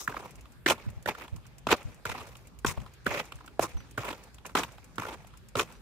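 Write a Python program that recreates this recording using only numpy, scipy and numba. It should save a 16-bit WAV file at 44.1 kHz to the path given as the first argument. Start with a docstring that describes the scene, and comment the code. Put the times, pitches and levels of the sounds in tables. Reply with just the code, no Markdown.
"""Asphalt street at night: someone walks along it holding a small stereo recorder.
Each step is a heel knock of filtered contact noise, then random grains crunching and slipping under the
rolling sole. The grip thumps the case as short rocking pulses, noise puffs tick faintly in the treble,
and narrow-noise hum lies under the band-filtered hiss of the town."""
import sys
import numpy as np
from scipy import signal
from scipy.io import wavfile
from numba import njit

SR = 44100
rng = np.random.default_rng(int(sys.argv[2]) if len(sys.argv) > 2 else 0)


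def store_wav(level_fs):
    """Save 16-bit WAV to argv[1]."""
    pcm = np.round(np.clip(np.atleast_2d(level_fs), -1, 1) * 32767)
    wavfile.write(sys.argv[1], SR, pcm.T.astype(np.int16))


N = 256220

# Heels landing. Each row: start in seconds, level in dB, sole ring in Hz, low knock, mid and treble
# in dB re that level, body thud in dB on its own, time to peak load in seconds.
HEELS = [(0.075, -14, 1370, -40, -21, -18, -34.5, 0.0028), (0.66, -9.5, 1750, -1.5, -5, -18.5, -41, 0.0032),
         (1.057, -20, 1530, -1.5, -7.5, -14, -39, 0.0032), (1.668, -15.5, 650, 0.5, -5.5, -19, -33, 0.0029),
         (2.052, -20, 1340, -9.5, -10, -9, -37.5, 0.0028), (2.646, -11, 995, -1, -15, -22, -32.5, 0.0025),
         (3.063, -12, 1310, -5, -10, -16, -31, 0.0033), (3.593, -10, 565, 1, -23, -20, -33, 0.0025),
         (3.975, -17.5, 1160, -3, -11.5, -14, -30, 0.0052), (4.55, -8.5, 990, -4, -8.5, -20, -40, 0.004),
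         (4.981, -19.5, 1070, -4, -8, -19, -34, 0.0021), (5.553, -19, 955, 4, -4, -20, -30, 0.0027)]


def from_db(db):
    """Gain of a level in dB."""
    return 10 ** (np.asarray(db) / 20)


def rms_one(x):
    """Scaled to rms 1."""
    return x / np.sqrt(np.mean(x ** 2) + 1e-20)


def peak_one(x):
    """Scaled so that the first row peaks at 1."""
    return x / np.max(np.abs(x[0]))


def at_hz(points, hz):
    """Value of a (Hz, value) table, linear on a log-frequency axis."""
    points_hz, values = np.array(points).T
    return np.interp(np.log(hz), np.log(points_hz), values)


def drift(rate_hz):
    """Slow random signal of rms 1: noise through two equal poles, drawn at every 20th sample."""
    r = np.exp(-40 * np.pi * rate_hz / SR)
    noise = rng.standard_normal(N // 20 + 2002)
    slow = signal.lfilter([1], [1, -2 * r, r * r], noise)[2000:]   # settled part
    return np.interp(np.arange(N) / 20, np.arange(len(slow)), rms_one(slow))


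def resonate(x, hz, width_hz):
    """One two-pole resonance, gain 1 on top."""
    r = np.exp(-np.pi * width_hz / SR)
    zeros = [(1 - r * r) / 2, 0, (r * r - 1) / 2]
    poles = [1, -2 * r * np.cos(2 * np.pi * hz / SR), r * r]
    return signal.lfilter(zeros, poles, x)


def resonate_twice(x, hz, width_hz):
    """The same resonance two times over, for steep skirts."""
    return resonate(resonate(x, hz, width_hz), hz, width_hz)


@njit
def moving_resonance(x, cosine, r):
    """A two-pole resonance whose centre changes sample by sample."""
    y = np.zeros_like(x)
    for c in range(x.shape[0]):
        for i in range(2, x.shape[1]):
            drive = (1 - r * r) / 2 * (x[c, i] - x[c, i - 2])
            y[c, i] = drive + 2 * r * cosine[i] * y[c, i - 1] - r * r * y[c, i - 2]
    return y


def spread(mid, side, alike, pan_db=0):
    """Left and right from a shared and an opposed part; alike is their likeness, -1 to 1."""
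    alike = np.clip(alike, -1, 1)
    pair = np.sqrt(1 + alike) * mid + np.sqrt(1 - alike) * side * [[1], [-1]]
    return pair * from_db(np.multiply.outer([.5, -.5], np.atleast_1d(pan_db)))


def bands():
    """Half-octave filters with their centres in Hz."""
    edges_hz = 28 * 2 ** np.arange(0, 9.6, .5)
    return [(np.sqrt(a * b), signal.butter(2, [a, b], "band", fs=SR, output="sos"))
            for a, b in zip(edges_hz, edges_hz[1:])]


def burst(t60_s, rise_s):
    """Two noises under a quick rise and an exponential decay, cut at 1/8 s."""
    t = np.arange(SR // 8) / SR
    envelope = (1 - np.exp(-(t / rise_s) ** 2)) * from_db(-60 * t / t60_s)
    return rng.standard_normal((2, len(t))) * envelope


def add(out, start_s, sound):
    """Mix a short sound in at a time."""
    i = round(start_s * SR)
    out[:, i:i + sound.shape[1]] += sound[:, :N - i]


def town():
    """Distant hiss: noise in half-octave bands with slow level patches; the hum is narrow noise."""
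    # Hiss spectrum. Each row: Hz, relative level in dB per Hz.
    hiss_colour = [(15, -35), (25, 2), (59, 3.5), (127, 3), (439, -14), (1290, -19.5), (1560, -17.5),
                   (2760, -25), (3430, -22.5), (7110, -32), (10700, -30), (14400, -44), (16000, -42)]
    # Stereo of the hiss. Each row: Hz, left-right likeness.
    likeness = [(60, -0.14), (180, 0.38), (550, 0.62), (1650, 0.073), (4970, -0.053), (15000, 0.13)]
    # Wavering low hum. Each row: Hz, width of each resonance pass in Hz, level in dB.
    hums = [(55.6, 17, -61.5), (119.6, 12, -69.5)]
    hiss_db, patch_db, patch_rate_hz = -54.5, 3.0, 4.9
    white, hiss = rng.standard_normal((2, 2, N)), 0
    for k, (hz, sos) in enumerate(bands()):
        gain = from_db(at_hz(hiss_colour, hz) + patch_db * drift(patch_rate_hz))
        band = signal.sosfilt(sos, white[k % 2])   # neighbouring bands use separate noises
        hiss = hiss + gain * spread(*band, at_hz(likeness, hz))
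    out = from_db(hiss_db) * rms_one(hiss)
    for hz, width_hz, level_db in hums:
        narrow = resonate_twice(rng.standard_normal((2, N)), hz, width_hz)
        out = out + from_db(level_db) * spread(*rms_one(narrow), 0.94)
    return out


def ticks():
    """Treble ticks are short noise puffs through resonances; a small metal part rings as a decaying sine."""
    # Faint ticks. Each row: start in seconds, level in dB.
    puffs = [(0.307, -42.5), (0.355, -43.5), (0.4086, -45), (0.52, -47), (0.9, -47), (1.0253, -45.5),
             (1.3612, -42), (1.465, -45), (1.5824, -42), (1.766, -42), (1.828, -43), (1.944, -47),
             (2.2693, -42.5), (2.288, -47), (2.368, -43), (2.471, -44), (2.588, -42), (2.9364, -46),
             (3.045, -47), (3.2525, -44.5), (3.3555, -42.5), (3.4608, -43.5), (3.6925, -48), (3.91, -41.5),
             (4.2364, -44.5), (4.3436, -42), (4.463, -31), (4.72, -47), (4.842, -43), (4.9566, -43.5),
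             (5.27, -44), (5.372, -44.5), (5.4853, -43.5), (5.723, -44)]
    # Resonances of a tick. Each row: Hz, width in Hz, level in dB.
    modes = [(2560, 790, 1.5), (7050, 4400, 1.5), (9600, 500, -16), (14000, 12000, -15.5)]
    # Metal pings. Each row: start in seconds, level in dB, Hz, t60 in seconds.
    pings = [(3.776, -50, 5930, 0.16), (5.748, -63, 5900, 0.14)]
    out = np.zeros((2, N))
    for start_s, level_db in puffs:
        puff = burst(t60_s=0.046, rise_s=0.00045)
        tick = sum(from_db(db) * resonate(puff, hz, width_hz) for hz, width_hz, db in modes)
        add(out, start_s, from_db(level_db) * peak_one(tick))
    t = np.arange(SR // 4) / SR
    for start_s, level_db, hz, t60_s in pings:
        envelope = from_db(level_db - 60 * t / t60_s) * np.minimum(t / 0.0027, 1)
        add(out, start_s, envelope * np.sin(2 * np.pi * hz * t) * [[1], [1]])
    return out


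def thumps():
    """The hand shifts on the case: a push rocks it for a cycle or two, the rubbing grip leaves a rumble."""
    # Pushes, opposed at the two ports. Each row: centre in seconds, level in dB, rocking in Hz,
    # envelope spread in seconds, left-right balance in dB.
    pushes = [(0.382, -40, 80, 0.0074, 0), (0.508, -46, 50, 0.013, 1), (0.868, -28, 183, 0.0044, -2.5),
              (0.879, -23.5, 108, 0.0088, -4.5), (0.973, -31, 85, 0.01, 5.5),
              (1.331, -26.5, 90, 0.0089, -7.5), (1.38, -34, 69.6, 0.0062, -1),
              (1.856, -24.5, 81, 0.0057, 5), (2.101, -29, 80, 0.0037, -3), (2.671, -35, 109, 0.01, 19),
              (2.686, -24.5, 110, 0.0054, 7.5), (2.779, -22, 61.8, 0.0054, 7), (3.11, -33, 81, 0.01, -2),
              (3.355, -36, 80, 0.0096, 1), (3.755, -22, 62.5, 0.013, -3)]
    rumble_db, rumble_hz, rumble_width_hz = -16, 90, 94   # level re push
    out, t = np.zeros((2, N)), np.arange(-SR // 20, SR // 10) / SR
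    for centre_s, level_db, hz, spread_s, pan_db in pushes:
        before, after = np.exp(-(1.34 * t / spread_s) ** 2), 1 / np.cosh(2.1 * t / spread_s)
        rock = -np.where(t < 0, before, after) * np.cos(2 * np.pi * hz * t)
        add(out, centre_s + t[0], from_db(level_db) * spread(rock, rock, -1, pan_db) / np.sqrt(2))
        rubbing = burst(t60_s=0.26, rise_s=0.0054)
        rumble = peak_one(resonate_twice(rubbing, rumble_hz, rumble_width_hz))
        add(out, centre_s, from_db(level_db + rumble_db) * spread(*rumble, -0.15, pan_db))
    return out


def last_heel():
    """Index of the latest heel at every sample; the first heel's before it lands."""
    return np.maximum(np.searchsorted(np.array(HEELS)[:, 0], np.arange(N) / SR) - 1, 0)


def blows():
    """Heels and cracks as one list; all cracks share their low, treble, thud and contact settings."""
    # Single stones cracking under the sole. 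Each row: start in seconds, level in dB, ring in Hz,
    # mid in dB re level.
    cracks = [(0.092, -29, 820, -19), (0.122, -29.5, 1350, -23), (0.141, -25, 800, -27),
              (0.165, -21.5, 1220, -27), (0.196, -33, 828, -21), (0.225, -36, 784, -30),
              (0.454, -42.5, 1020, -5), (0.684, -15.5, 961, -0.5), (0.698, -17, 1020, 4.5),
              (0.705, -18, 830, 2.5), (0.778, -38, 497, -7), (1.085, -16.5, 900, -18),
              (1.113, -40, 563, -10), (1.148, -31, 1380, -8), (1.18, -33, 856, -16), (1.215, -37, 930, -9),
              (1.278, -38.5, 880, -2), (1.362, -45.5, 1000, -2), (1.452, -45, 1200, -6),
              (1.687, -19, 1140, -11), (1.713, -12, 910, -1), (2.094, -25, 888, -2.5),
              (2.115, -26, 1390, -10), (2.147, -25.5, 960, -16), (2.205, -40, 826, -13),
              (2.352, -43.5, 1230, 4), (2.665, -31, 1310, 8), (2.773, -28.5, 670, -14),
              (2.8, -43, 900, -1.5), (2.861, -36, 970, -8.5), (3.111, -21.5, 570, -14),
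              (3.196, -19.5, 890, -9), (3.32, -31, 1150, -0.5), (3.385, -46, 1200, -6),
              (3.442, -45, 1200, -11), (3.768, -39, 900, -5), (3.406, -37, 960, -20),
              (3.476, -36, 1280, -3.5), (3.802, -43, 1380, -2), (4.01, -36, 581, -14),
              (4.049, -27.5, 894, -7), (4.086, -25.5, 1140, -3), (4.11, -34.5, 870, 3.5),
              (4.127, -31, 990, -2), (4.382, -44, 1010, 1.5), (4.447, -33, 950, -14),
              (4.493, -38, 1010, -17), (4.572, -16.5, 1360, -3.5), (4.632, -23, 970, 1),
              (4.78, -37.5, 820, -7.5), (4.995, -23.5, 1200, -27), (5.019, -24, 845, -11),
              (5.033, -26, 1170, -24), (5.051, -26.5, 1120, -21), (5.125, -38, 1070, -1),
              (5.245, -40.5, 714, -9), (5.336, -43.5, 1250, -7), (5.593, -20, 1260, 3.5)]
    low_db, treble_re_mid_db, thud_re_level_db, press_s = -12.5, -8, -25.5, 0.0029
    return HEELS + [(start_s, level_db, hz, low_db, mid_db, mid_db + treble_re_mid_db,
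                     level_db + thud_re_level_db, press_s)
                    for start_s, level_db, hz, mid_db in cracks]


def sole_load():
    """Level, ring pitch, mid and treble of the grit in time; the loudest contact rules."""
    # Faint rustle after each heel, one row per heel. Each row: level in dB, fade in dB/s.
    linger = [(-33, 49), (-30, 60), (-33.5, 51), (-28, 64.5), (-29, 54), (-32, 66), (-33.5, 35), (-31, 65),
              (-30, 56.5), (-31, 65), (-34, 55), (-34, 53)]
    # Sole rolling or scuffing over grit. Each row: touch, rise and hold in seconds, level at touch,
    # full and lift in dB, sole ring in Hz, mid and treble in dB.
    rolls = [(0.0, 0.004, 0.062, -36, -38, -46.5, 1250, -7, 20.5),
             (0.093, 0.073, 0.097, -29, -29.5, -33.5, 950, -9, -1.5),
             (0.667, 0.023, 0.031, -15, -9.5, -14.5, 824, -1, 3.5),
             (1.074, 0.011, 0.036, -14.5, -13.5, -28.5, 865, -4, -4),
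             (1.169, 0.048, 0.046, -37.5, -29, -39, 890, -1.5, -2),
             (1.687, 0.039, 0.012, -19, -6, -15.5, 920, -2.5, -3.5),
             (2.052, 0.038, 0.028, -28, -30, -24, 950, 3.5, 1),
             (2.142, 0.04, 0.075, -27.5, -29, -36.5, 830, -3.5, -2),
             (2.662, 0.007, 0.053, -29, -28.5, -30.5, 1030, 1.5, 15.5),
             (3.057, 0.055, 0.094, -28.5, -22.5, -20, 615, 1.5, -3),
             (3.608, 0.025, 0.026, -23, -15.5, -25, 1090, -8, 5.5),
             (3.99, 0.0075, 0.019, -27, -22, -27.5, 640, -7, 0.5),
             (4.033, 0.07, 0.031, -24, -19.5, -28, 885, -6.5, -3),
             (4.454, 0.016, 0.048, -31, -35.5, -43, 900, -1.5, 0.5),
             (4.552, 0.015, 0.08, -19, -13.5, -28.5, 940, -5.5, 1),
             (4.998, 0.005, 0.038, -24, -30.5, -30, 1050, -3.5, 0.5),
             (5.045, 0.0057, 0.091, -30, -25, -26.5, 880, -10, -3.5),
             (5.568, 0.039, 0.017, -17.5, -13, -22, 1056, -4.5, 3)]
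    stride_s, lift_db_per_s = 0.5, 944   # the grit falls away when the sole lifts
    linger_hz, linger_mid_db, linger_treble_db, dulling_db_per_s = 806, -1, 2.5, 12
    t, last = np.arange(N) / SR, last_heel()
    since_s = t - np.array(HEELS)[last, 0]
    since_s = np.where(since_s < 0, since_s + stride_s, since_s)   # the step before the first is a stride back
    start_db, fade_db_per_s = np.array(linger)[last].T
    rustle_db = start_db - fade_db_per_s * since_s + 0.5 * drift(15)
    dulling_db = dulling_db_per_s * since_s
    controls = np.array([rustle_db, linger_hz + 0 * t, linger_mid_db - dulling_db, linger_treble_db - dulling_db])
    for touch_s, rise_s, hold_s, touch_db, full_db, lift_db, *colour in rolls:
        lift_s = touch_s + rise_s + hold_s
        level_db = np.interp(t, [touch_s, touch_s + rise_s, lift_s], [touch_db, full_db, lift_db])
        level_db -= lift_db_per_s * np.maximum(t - lift_s, 0)
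        on = (t >= touch_s) & (level_db > controls[0])
        controls[0, on] = level_db[on]
        controls[1:, on] = np.array(colour)[:, None]
    return controls


def grit():
    """Dense uneven grains in clumps ring the bending sole; the load sets level and brightness."""
    # Grit spectrum. Each row: Hz, relative level in dB per Hz.
    grit_colour = [(59, -28), (100, -15.5), (239, -10), (398, -5), (547, -6.5), (910, -16.5), (991, -6.5),
                   (1550, -14.5), (1910, -4), (2690, -20.5), (4570, -14.5), (6990, -23), (10700, -24),
                   (11900, -26.5), (16000, -26)]
    # Stereo of the steps. Each row: Hz, left-right likeness.
    likeness = [(150, 0.58), (500, 0.95), (1000, 0.48), (2000, 0.24), (4000, 0.08), (12000, 0.044)]
    # The ports favour a side. Each row: Hz, left-right balance in dB.
    balance = [(60, 2), (130, 9), (290, -3), (640, 4.5), (1410, -8), (3100, 2.5), (6820, 5), (15000, 1.5)]
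    grains_per_s, grain_spread_db, clump_db, patch_db = 2000, 2.5, 2, 2.5
    sole_width_hz, sole_db = 166, 1.5
    slip_dip_db, slip_s = 5, 0.0098
    t = np.arange(N) / SR
    level_db, sole_hz, mid_db, treble_db = sole_load()
    sizes = from_db(grain_spread_db * np.minimum(rng.exponential(1, (4, N)), 5))
    sizes = sizes * rng.choice([-1, 1], (4, N))
    grains = rms_one(sizes * (rng.random((4, N)) < grains_per_s / SR))
    grains = rms_one(grains + 0.41 * rng.standard_normal((4, N)))
    sole_cosine, sole_r = np.cos(2 * np.pi * sole_hz / SR), np.exp(-np.pi * sole_width_hz / SR)
    ringing = moving_resonance(grains, sole_cosine, sole_r)
    grains = (grains + from_db(sole_db) * ringing).reshape(2, 2, N)
    # stick before slip: the grit falls quiet just ahead of each heel and crack
    sticking = sum(np.exp(-((t - start_s + slip_s) / slip_s * 2) ** 2) for start_s, *_ in blows())
    load_db = level_db + clump_db * drift(65) - slip_dip_db * sticking
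    out = 0
    for k, (hz, sos) in enumerate(bands()):
        if hz > 90:
            tilt_db = at_hz([(1100, 0.013), (2200, 0.74), (3300, 0.47), (5500, 0.22)], hz) * mid_db
            tilt_db += at_hz([(3300, 0.0045), (5500, 1.0), (13000, 0.8)], hz) * treble_db
            gain = from_db(load_db + tilt_db + at_hz(grit_colour, hz) + patch_db * drift(29.0))
            band = signal.sosfilt(sos, grains[k % 2] * gain)
            out = out + spread(*band, at_hz(likeness, hz), at_hz(balance, hz))
    return out


def blow_energy(x):
    """Scaled so that each row holds the energy of rms 1 kept up for blow_s."""
    blow_s = 0.00026
    return x / np.sqrt(np.sum(x ** 2, axis=1, keepdims=True) / (SR * blow_s))


def knocks():
    """A few ms of rough contact ring the sole, with a duller knock below, a crack above and a body thud."""
    thud_hz, thud_width_hz, thud_t60_s = 112, 61, 0.077
    out, t = np.zeros((2, N)), np.arange(SR // 20) / SR
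    for start_s, level_db, hz, low_db, mid_db, treble_db, thud_db, press_s in blows():
        force = (t / press_s) ** 2 * np.exp(-2 * t / press_s)   # the load peaks after press_s
        contact = force * rng.standard_normal((2, len(t))) + 1e-12
        ring = blow_energy(resonate_twice(contact, hz, 572))
        low = from_db(low_db) * blow_energy(resonate_twice(contact, 331, 355))
        mid = from_db(mid_db) * blow_energy(resonate_twice(contact, 2710, 2750))
        bright = resonate_twice(contact, 6770, 2900) + 0.74 * resonate_twice(contact, 12500, 3400)
        crack = from_db(treble_db) * blow_energy(bright)
        thud = peak_one(resonate(burst(thud_t60_s, rise_s=0.0094), thud_hz, thud_width_hz))
        knock = spread(*ring, 0.5, -3.6) + spread(*low, 0.72)
        knock = knock + spread(*mid, 0.31, -1.2) + spread(*crack, 0.36, 2.1)
        add(out, start_s, from_db(level_db) * knock)
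        add(out, start_s, spread(*(from_db(thud_db) * thud), 0.76))
    return out


def walls(x):
    """A few echoes off the house fronts: delayed copies of the mono sum."""
    # Each row: delay in seconds, left and right level in dB.
    echoes = [(.004, -32, -30), (0.012, -25, -21.5), (0.029, -36, -43)]
    out = x.copy()
    for delay_s, left_db, right_db in echoes:
        add(out, delay_s, x.mean(axis=0) * from_db([[left_db], [right_db]]))
    return out


def path(x):
    """The ground echo and the walker's body colour the steps; long waves reach both ports alike."""
    # Path up to the ports. Each row: Hz, width in Hz, share added (or taken, if negative).
    colouring = [(1375, 44, 0.78), (2000, 150, -0.039), (2610, 920, 0.68), (4520, 1600, -0.48)]
    alike_hz, alike_width_hz, alike_share = 500, 840, 0.74
    for hz, width_hz, share in colouring:
        x = x + share * resonate(x, hz, width_hz)
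    side = (x[0] - x[1]) / 2
    return x - alike_share * resonate(side, alike_hz, alike_width_hz) * [[1], [-1]]


def feet(x):
    """The feet take turns on either side: the left port hears one late, the other early."""
    # Lag of the left port in seconds, one value per foot.
    foot_lag_s = [0.00005, -0.000011]
    lag_samples = np.array(foot_lag_s)[last_heel() % 2] * SR
    left = np.interp(np.arange(N) - lag_samples, np.arange(N), x[0])
    return np.array([left, x[1]])


def scene():
    """Steps with their echoes, the ticks, the handling and the town."""
    steps = feet(path(walls(knocks() + grit())))
    return steps + ticks() + thumps() + town()


def record(dry):
    """The microphone rolls off the deep bass, its port dips in the treble; the top is cut."""
    notch_hz, notch_width_hz, notch_share = 10620, 440, 0.61
    bass_hz, cutoff_hz = 40, 16500
    dry = dry - notch_share * resonate(dry, notch_hz, notch_width_hz)
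    dry = signal.sosfilt(signal.butter(3, bass_hz, "high", fs=SR, output="sos"), dry)
    return signal.sosfilt(signal.cheby2(12, 60, cutoff_hz, fs=SR, output="sos"), dry)


dry = scene()
out = record(dry)
store_wav(out)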